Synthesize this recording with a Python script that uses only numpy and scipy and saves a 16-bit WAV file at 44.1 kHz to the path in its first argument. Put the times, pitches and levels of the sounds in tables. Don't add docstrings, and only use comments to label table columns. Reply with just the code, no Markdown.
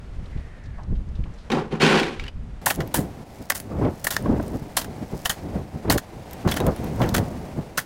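import sys
import numpy as np
from scipy import signal
from scipy.fft import rfft, irfft
from scipy.io import wavfile
from scipy.ndimage import uniform_filter1d

SR = 44100
rng = np.random.default_rng(int(sys.argv[2]) if len(sys.argv) > 2 else 0)


def wav_out(sig):
    wavfile.write(sys.argv[1], SR, np.round(np.clip(np.atleast_2d(sig).T, -1, 1) * 32767).astype(np.int16))


N = 346185

# f/Hz, density/dB
CALM_SPECTRUM = [(40, 3.5), (180, -1), (300, -8.5), (480, -7), (900, -13.5), (2000, -19), (4000, -27.5),
                 (9000, -37), (12500, -47.5), (15000, -72)]
WINDY_SPECTRUM = [(30, -4.5), (120, -1), (350, -11.5), (750, -7), (1200, -20), (2100, -21), (3300, -27.5),
                  (5000, -29), (9000, -34.5), (15500, -40)]
# t/s, level/dB
CALM_CURVE = [(0, -45.5), (.4, -44.5), (.75, -48.5), (1.0, -49.5), (1.25, -47), (1.45, -45.5), (2.4, -49),
              (2.62, -46)]
WINDY_CURVE = [(2.616, -42), (3.2, -44.5), (3.7, -45), (4.2, -42), (4.55, -42.5), (5.1, -41.5),
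               (5.6, -42.5), (6.098, -42.5), (6.45, -39), (6.85, -37.5), (7.3, -39), (7.7, -43),
               (7.85, -45)]
# t/s, f/Hz, level/dB
WHISTLE_CURVE = [(.28, 2040, -73), (.33, 1996, -61), (.44, 1890, -62), (.6, 1820, -61), (0.721, 1727, -63),
                 (.8, 1604, -59)]
# peak t/s, level/dB, rise/s, fade/s
GUST_SWELLS = [(.21, -30.5, .24, 0.27), (.36, -27.5, .07, 0.13), (.66, -33.5, .07, .6),
               (.93, -16.5, 0.1, 0.044), (1.0, -23, 0.093, 0.07), (1.09, -24.5, 0.045, 0.086),
               (1.2, -24.5, 0.11, .19), (2.23, -26.5, 0.081, 0.066), (2.37, -29, .06, 0.44),
               (2.79, -20.5, 0.029, 0.13), (2.98, -20.5, 0.04, 0.15), (3.2, -35, 0.081, 0.074),
               (3.41, -31.5, 0.027, .035), (3.865, -15.5, 0.18, 0.069), (4.31, -18.5, 0.16, 0.26),
               (4.56, -23, 0.11, 0.028), (4.66, -36, 0.069, 0.14), (4.89, -31, 0.15, 0.086),
               (5.035, -27.5, 0.13, 0.036), (5.14, -25.5, .04, 0.063), (5.45, -29, .07, 0.33),
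               (5.56, -21, 0.043, 0.091), (5.75, -27.5, 0.023, 0.096), (5.9, -13, 0.047, 0.039),
               (5.965, -16, 0.077, 0.023), (6.13, -36.5, .04, 0.31), (6.35, -40, 0.041, 0.091),
               (6.465, -15.5, 0.025, .07), (6.69, -17, 0.21, 0.067), (6.8, -26, 0.033, 0.82),
               (7.02, -15.5, 0.064, 0.095), (7.2, -18, 0.25, 0.095), (7.33, -29.5, 0.29, 0.34),
               (7.59, -23, 0.058, 0.046)]
# f/Hz, density/dB
BREEZE_SPECTRUM = [(10, -5), (30, 2.5), (60, 0), (120, -9), (190, -14.5), (330, -28.5), (700, -46),
                   (2000, -61), (12000, -110)]
GUST_SPECTRUM = [(15, -26), (45, -2.5), (90, 1.5), (220, 0), (400, -6.5), (700, -14), (1100, -23),
                 (2000, -37.5), (4000, -67), (15000, -85)]
# t/s, level/dB, f/Hz
EDDIES = [(.364, -22, 55), (.925, -18.5, 112), (1.2, -17, 55), (2.994, -16.5, 139), (4.299, -11.5, 235),
          (4.338, -14, 270), (4.403, -20.5, 290), (4.624, -22, 128), (5.139, -19.5, 101),
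          (6.467, -12.5, 189), (6.68, -12, 150), (7.588, -15.5, 155)]
# t/s, level/dB, t60/s
GUST_FRONTS = [(3.701, -28, .2), (3.812, -20.5, 0.2), (4.257, -17, 0.062), (4.396, -18, 0.038),
               (5.848, -18, 0.051), (6.449, -25, 0.19), (6.599, -18, 0.29), (6.666, -24, .13),
               (6.999, -18.5, 0.27), (7.038, -22, .047)]
# t/s, level/dB, centre f/Hz, t60/s
CARRY_RUSTLES = [(.257, -48.5, 3500, .05), (.374, -48, 2600, 0.037), (.637, -54.5, 5530, .06),
                 (0.655, -49.5, 3800, 0.067), (0.776, -40, 830, 0.28), (.833, -49, 4640, 0.027),
                 (.95, -53.5, 3300, .1), (1.086, -56, 5000, .05), (1.151, -49, 3500, 0.076),
                 (1.237, -40.5, 2300, 0.036), (1.254, -44, 930, 0.12), (1.337, -52, 5530, .05),
                 (1.37, -53.5, 4000, 0.37)]
# peak t/s, level/dB
PILE_SLIDES = [(2.84, -63), (3.42, -55), (4.0, -54.5), (4.48, -52.5), (5.18, -52), (6.67, -56),
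               (7.03, -48.5), (7.28, -57)]
# t/s, level/dB, f/Hz
STRAY_DROPS = [(2.7425, -31, 11000), (2.749, -25.5, 6000), (2.758, -27, 11000), (2.875, -35, 12500),
               (3.601, -22.5, 10900), (4.2244, -37, 9000), (4.428, -36, 12400), (4.48, -36, 9000),
               (5.998, -39, 9000), (6.31, -33.5, 12900), (6.332, -28, 13900), (6.666, -20, 13700),
               (6.762, -33, 9900), (6.843, -34, 12100)]
# t/s, level/dB, f/Hz
AIR_POCKETS = [(2.667, -10, 1630), (2.6702, -6, 905), (2.6886, -21, 870), (2.702, -16, 2620),
               (2.7079, -13.5, 1650), (2.7099, -18, 720), (2.9439, -11, 680), (2.9462, -14, 952),
               (3.5044, -11.5, 1880), (4.0691, -12, 1830), (4.1659, -11.5, 1730), (4.7735, -13.5, 960),
               (5.2573, -13, 2960), (5.2602, -16.5, 1630), (5.302, -15.5, 3120), (5.8985, -11, 4310),
               (5.9038, -14.5, 1930), (5.9039, -14, 830), (6.4753, -15, 1080), (7.15, -13.5, 1700),
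               (7.7824, -11.5, 1480), (7.7908, -16.5, 1830)]
# t/s, level/dB, f/Hz
CUBE_KNOCKS = [(1.502, -23.5, 1080), (1.517, -23, 3740), (1.521, -23.5, 1860), (1.82, -17, 4380),
               (1.823, -23, 2540), (1.928, -14, 1490), (1.974, -19.5, 2900), (1.998, -19.5, 3300),
               (2.032, -19.5, 2330), (2.197, -27.5, 2300), (2.239, -34, 2740), (2.265, -37, 2940),
               (2.281, -31.5, 2960), (6.489, -28, 3970), (6.519, -20, 3390), (6.603, -27, 3800)]
# f/Hz, nominal width/Hz, level/dB
BOX_MODES = [(162, 24.4, 4), (221.4, 38, 4.5), (391, 67, 5.5), (472, 58, -8), (730, 162, -3.5),
             (1010, 180, -19.5)]
# t/s, level/dB
FLOOR_THUMPS = [(1.504, -30), (1.728, -20.5), (1.83, -12), (1.942, -14.5)]
# t/s, push/dB, grind/dB, hold/s, t60/s
ICE_PRESSES = [(1.498, -20.5, -32, 0.061, 0.3), (1.705, -28.5, -40, 0.026, 0.25),
               (1.797, -18, -18.5, .17, 0.49), (2.193, -52, -47, 0.078, .06)]
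# f/Hz, density/dB
ICE_SPECTRUM = [(300, -31), (800, -2), (1250, -5), (1550, 0), (2000, 0), (2500, 0), (3300, -3.5),
                (4500, -9), (6500, -16.5), (10000, -26), (14000, -42), (16000, -54)]
# f/Hz, width/Hz, level/dB
ICE_MODES = [(1510, 51, 10), (2430, 76, 3), (3080, 100, -20), (4300, 77, -21)]
# t/s, level/dB, rise/s, t60/s, relative mist/dB, relative squelch/dB
FISH_LANDINGS = [(2.658, -15, 0.0041, 0.14, 8.5, -2.5), (2.697, -19.5, 0.011, 0.062, 2, 2),
                 (2.803, -31.5, 0.0012, 0.067, -17, 10), (2.9398, -17.5, 0.0037, 0.18, 7.5, -2),
                 (3.4993, -11.5, 0.0029, 0.038, 3.5, -4), (3.5179, -24.5, 0.0034, 0.021, -9, 5.5),
                 (3.5456, -24, .008, .14, 7, -7.5), (4.04, -21.5, 0.0083, 0.051, 10, -5.5),
                 (4.0678, -16.5, .001, 0.055, 1.5, -4), (4.1045, -21, 0.002, 0.19, 1.5, -3.5),
                 (4.1651, -13.5, 0.00055, 0.015, -15, -1.5), (4.7665, -15.5, .004, 0.12, 1, -3.5),
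                 (4.811, -32, .008, 0.07, -2, -3), (4.8433, -36, 0.0018, .035, 1, 6),
                 (5.25, -18, 0.0063, 0.068, 0.5, -1.5), (5.2934, -19.5, 0.0046, 0.1, -0.5, 0),
                 (5.898, -16, .0024, 0.14, -1.5, 0.5), (5.917, -20, .008, 0.076, 9, -1),
                 (5.975, -22, 0.0061, 0.046, -3, -1.5), (6.475, -31.5, .001, 0.33, -11, 6.5),
                 (6.51, -25.5, .006, .08, 2, -2.5), (6.5396, -27, .001, 0.028, -1, 5),
                 (6.56, -26.5, .01, .09, -5, 4), (6.602, -25.5, .0005, 0.018, 1, -13),
                 (7.014, -34.5, 0.0043, 0.19, -21, 13.5), (7.087, -32, 0.0054, .03, -7, -7),
                 (7.1395, -18, 0.01, .045, -3, 0), (7.163, -24, .0037, 0.057, 1, 2),
                 (7.1794, -22.5, .001, 0.042, -3, 3), (7.773, -18, 0.0048, 0.099, -1, -0.5)]
# f/Hz, density/dB
SPRAY_SPECTRUM = [(400, -9), (1000, 5), (2400, -6.5), (3200, 3.5), (4500, 3.5), (7000, 0.5), (9000, -8),
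                  (15000, -5.5)]
MIST_SPECTRUM = [(4000, -14), (7000, -3), (9000, -1), (12000, -1), (15500, -4)]
HOLLOW_SPECTRUM = [(150, -3), (400, -17.5), (650, 1.5), (950, -6), (1300, -6), (1700, -2.5), (2000, -5),
                   (2400, -14.5), (3100, -10), (5500, -54.5)]


def amp(db):
    return 10 ** (np.asarray(db) / 20)


def unit(x):
    return x / np.sqrt(np.mean(x ** 2) + 1e-20)


def clock():
    return np.arange(N) / SR


def decay(t, t60_s):
    return np.exp(-np.log(1000) * t / t60_s)


def add(mix, at_s, sound):
    part = mix[round(at_s * SR):][:len(sound)]
    part += sound[:len(part)]


def level(times_s, levels_db):
    return amp(np.interp(clock(), times_s, levels_db, left=-140, right=-140))


def swells(rows, span_db=20):
    t = clock()[::64]
    power = sum(amp(db - span_db * np.maximum((peak_s - t) / rise_s, (t - peak_s) / fade_s)) ** 2
                for peak_s, db, rise_s, fade_s in rows)
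    return np.interp(clock(), t, np.sqrt(power))


def colour(x, spectrum):
    hz, db = np.transpose(spectrum)
    f = np.fft.rfftfreq(N, 1 / SR)
    gain = amp(np.interp(np.log(f + 1), np.log(hz), db))
    return unit(irfft(rfft(x) * gain, N))


def hiss(spectrum):
    return colour(rng.standard_normal(N), spectrum)


def wander(rate_hz):
    f = np.fft.rfftfreq(N, 1 / SR)
    return unit(irfft(rfft(rng.standard_normal(N)) * np.exp(-(f / rate_hz) ** 2), N))


def flicker(depth_db, rate_hz):
    return amp(depth_db * wander(rate_hz))


def grains(per_s, spread_db):
    size = amp(spread_db * np.minimum(rng.exponential(1, N), 4))
    return unit(size * rng.choice([-1, 1], N) * (rng.random(N) < per_s / SR))


def resonate(x, hz, width_hz):
    return signal.lfilter(*signal.iirpeak(hz, hz / width_hz, SR), x)


def turbulence(spectrum, evenness, span_s):
    noise = hiss(spectrum)
    power = abs(uniform_filter1d(noise ** 2, int(span_s * SR))) + 1e-9
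    return unit(noise / power ** (evenness / 2))


def open_air():
    calm = level(*np.transpose(CALM_CURVE)) * hiss(CALM_SPECTRUM) * flicker(0.65, 26)
    windy = level(*np.transpose(WINDY_CURVE)) * hiss(WINDY_SPECTRUM) * flicker(1.5, 33)
    return calm + windy


def whistle(core_hz=110, halo_hz=650, halo_db=3):
    times_s, hz, db = np.transpose(WHISTLE_CURVE)
    carrier = np.exp(2j * np.pi * np.cumsum(np.interp(clock(), times_s, hz)) / SR)
    core, halo = (wander(width_hz) + 1j * wander(width_hz) for width_hz in (core_hz, halo_hz))
    return level(times_s, db) * (carrier * (core + amp(halo_db) * halo)).real


def wind(windier_s=2.62, breeze_db=1, gust_db=-1, tear_db=-19, strong_db=-20):
    windier = clock() > windier_s
    lull = np.where(windier, amp(-46), amp(-43))
    force = np.hypot(swells(GUST_SWELLS), lull)
    breeze = amp(breeze_db) * force * ~windier
    gust = amp(gust_db) * force * windier
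    flutter = hiss([(200, -24), (600, 14), (1100, -4), (2000, -7), (4000, -19.5), (15000, -54)])
    tearing = amp(tear_db) * gust ** 2 / amp(strong_db) * flutter * flicker(3.9, 90)
    rumble = breeze * turbulence(BREEZE_SPECTRUM, evenness=0.26, span_s=0.074)
    roar = gust * turbulence(GUST_SPECTRUM, evenness=0.34, span_s=0.036)
    return rumble + roar + tearing


def eddies(jitter_cycles=0.13, length_s=0.014):
    out, t = np.zeros(N), np.arange(SR // 5) / SR - 0.1
    jitter = jitter_cycles * wander(200)
    window = np.exp(-(2 * t / length_s) ** 2)
    for (at_s, db, hz), phase in zip(EDDIES, rng.random(len(EDDIES))):
        swing = np.sin(2 * np.pi * (hz * t + phase + jitter[round(at_s * SR):][:len(t)]))
        add(out, at_s + t[0], amp(db) * window * swing)
    return out


def gust_fronts(rise_s=0.0053):
    force, t = np.zeros(N), np.arange(SR // 3) / SR
    for at_s, db, t60_s in GUST_FRONTS:
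        add(force, at_s, amp(db) * np.minimum(t / rise_s, 1) * decay(t, t60_s))
    spectrum = [(80, -37), (250, 11.5), (600, 2), (1000, -1),
                (1500, -12), (2500, -26), (5000, -50), (12000, -66)]
    return force * turbulence(spectrum, evenness=1, span_s=0.0089) * flicker(4, 67)


def rustles(width_ratio=0.48, rise_share=0.051, cutoff_hz=9000):
    out, t = np.zeros(N), np.arange(SR // 4) / SR
    for at_s, db, hz, t60_s in CARRY_RUSTLES:
        band = resonate(rng.standard_normal(len(t)), hz, width_ratio * hz)
        band = unit(resonate(band, hz, 2 * width_ratio * hz))
        add(out, at_s, amp(db) * band * np.minimum(t / (rise_share * t60_s), 1) * decay(t, t60_s))
    return signal.lfilter(*signal.butter(2, cutoff_hz, fs=SR), out)


def settling(rise_s=0.24, fade_s=0.43):
    bursts = grains(per_s=350, spread_db=2.6)
    crackle = colour(bursts, [(2000, -14), (5000, 4.5), (9000, -0.5), (15500, -1)])
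    sliding = swells([(peak_s, db, rise_s, fade_s) for peak_s, db in PILE_SLIDES])
    return sliding * crackle * flicker(1, 18)


def walls(x, wet_db=-15, t60_s=0.15, echoes_per_s=2500, gap_s=0.002):
    t = np.arange(SR // 5) / SR
    taps = rng.standard_normal(len(t)) * (rng.random(len(t)) < echoes_per_s / SR)
    taps *= (t > gap_s) * decay(t, t60_s)
    return x + amp(wet_db) * signal.fftconvolve(x, taps / np.linalg.norm(taps))[:N]


def droplets(tick_db=-4, ring_db=-5, tick_t60_s=0.019, ring_t60_s=0.013, width_hz=1600):
    out, t = np.zeros(N), np.arange(SR // 12) / SR
    for at_s, db, hz in STRAY_DROPS:
        noise = rng.standard_normal(len(t))
        ring = unit(resonate(resonate(noise, hz, width_hz), hz, width_hz)) * decay(t, ring_t60_s)
        tick = noise * decay(t, tick_t60_s)
        add(out, at_s, amp(db) * (amp(ring_db) * ring + amp(tick_db) * tick))
    return out


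def pops(rise_s=0.00071, glide_per_s=4, hollow_db=-4):
    out, t = np.zeros(N), np.arange(SR // 50) / SR
    envelope = t / rise_s * np.exp(1 - t / rise_s)
    for (at_s, db, hz), phase in zip(AIR_POCKETS, rng.random(len(AIR_POCKETS))):
        cycles = phase + hz * t * (1 + glide_per_s * t / 2)
        add(out, at_s, amp(db) * envelope * np.sin(2 * np.pi * cycles))
    out *= unit(flicker(1.5, 1600))
    return out + amp(hollow_db) * resonate(out, hz=1760, width_hz=100)


def cubes(ring_t60_s=0.041, scrape_t60_s=0.037, scrape_db=-4):
    out, t = np.zeros(N), np.arange(SR // 12) / SR
    friction = hiss(ICE_SPECTRUM)
    rattle = unit(flicker(3, 700))
    for at_s, db, hz in CUBE_KNOCKS:
        now = slice(round(at_s * SR), round(at_s * SR) + len(t))
        modes = np.sin(2 * np.pi * hz * t) + 0.29 * np.sin(2 * np.pi * 1.62 * hz * t)
        ring = modes * rattle[now] * decay(t, ring_t60_s)
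        scrape = amp(scrape_db) * friction[now] * decay(t, scrape_t60_s)
        add(out, at_s, amp(db) * (ring + scrape))
    return out


def thumps(rise_s=0.0048):
    out, t = np.zeros(N), np.arange(SR // 4) / SR
    for at_s, db in FLOOR_THUMPS:
        boom = np.zeros(len(t))
        for hz, width_hz, mode_db in BOX_MODES:
            envelope = amp(mode_db) * np.exp(-np.pi * width_hz * t / 2)
            boom += envelope * np.sin(2 * np.pi * (hz * t + rng.random()))
        add(out, at_s, amp(db) * boom * (1 - np.exp(-t / rise_s)))
    return out


def pressing(rise_s=0.023, sag_db=5.5):
    push, grind, t = np.zeros(N), np.zeros(N), np.arange(SR // 2) / SR
    for at_s, push_db, grind_db, hold_s, t60_s in ICE_PRESSES:
        weight = np.minimum(t / rise_s, 1) * decay(np.maximum(t - rise_s - hold_s, 0), t60_s)
        packed = np.clip((t - rise_s) / hold_s, 0, 1)
        add(push, at_s, amp(push_db) * weight)
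        add(grind, at_s, amp(grind_db - sag_db * packed) * weight)
    return push, grind


def ice_bed(ice_db=-1.5, notes_db=-11):
    push, grind = pressing()
    thuds = grains(per_s=3000, spread_db=2.9)
    box = sum(amp(db) * resonate(resonate(thuds, hz, 1.8 * width_hz), hz, 3 * width_hz)
              for hz, width_hz, db in BOX_MODES)
    box = colour(box, [(95, -24), (145, 2)])
    slips = grains(per_s=4500, spread_db=1.5)
    notes = sum(amp(db) * resonate(slips, hz, width_hz) for hz, width_hz, db in ICE_MODES)
    notes = colour(notes, [(4500, -4), (12000, -27)])
    crunch = colour(slips, ICE_SPECTRUM) * flicker(1.5, 99) + amp(notes_db) * notes
    return push * box + amp(ice_db) * grind * crunch


def slaps(splash_db=-3, squelch_db=-2, squelch_lag_s=0.0018, snap_share=0.27, snap_t60_s=0.012):
    spray_power, mist_power, hollow_power = np.zeros((3, N))
    t = np.arange(SR // 4) / SR
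    for at_s, db, rise_s, t60_s, mist_db, hollow_db in FISH_LANDINGS:
        after_s = np.maximum(t - rise_s, 0)
        fall = snap_share * decay(after_s, snap_t60_s) + (1 - snap_share) * decay(after_s, t60_s)
        power = (amp(db) * np.minimum(t / rise_s, 1) * fall) ** 2
        mist_share = amp(mist_db) ** 2 / (1 + amp(mist_db) ** 2)
        add(spray_power, at_s, 2 * power * (1 - mist_share))
        add(mist_power, at_s, 2 * power * mist_share)
        add(hollow_power, at_s + squelch_lag_s, power * amp(hollow_db) ** 2)
    spray = np.sqrt(spray_power) * colour(grains(per_s=9000, spread_db=1.4), SPRAY_SPECTRUM)
    mist = np.sqrt(mist_power) * colour(grains(per_s=14000, spread_db=3), MIST_SPECTRUM)
    squelch = np.sqrt(hollow_power) * hiss(HOLLOW_SPECTRUM) * flicker(0.36, 170)
    return amp(splash_db) * (spray + mist) * flicker(2.5, 320) + amp(squelch_db) * squelch


def scene():
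    in_box = walls(ice_bed() + thumps() + cubes() + slaps() + pops() + droplets()) + settling()
    return (in_box + rustles() + wind() + eddies() + gust_fronts() + open_air() + whistle())[None]


def record(dry, ceiling=0.65, cutoff_hz=16000):
    rounded = ceiling * np.tanh(dry / ceiling)
    lowpass = signal.firwin(301, cutoff_hz, window=("kaiser", 8), fs=SR)
    return signal.oaconvolve(rounded, lowpass[None], "same")


dry = scene()
out = record(dry)
wav_out(out)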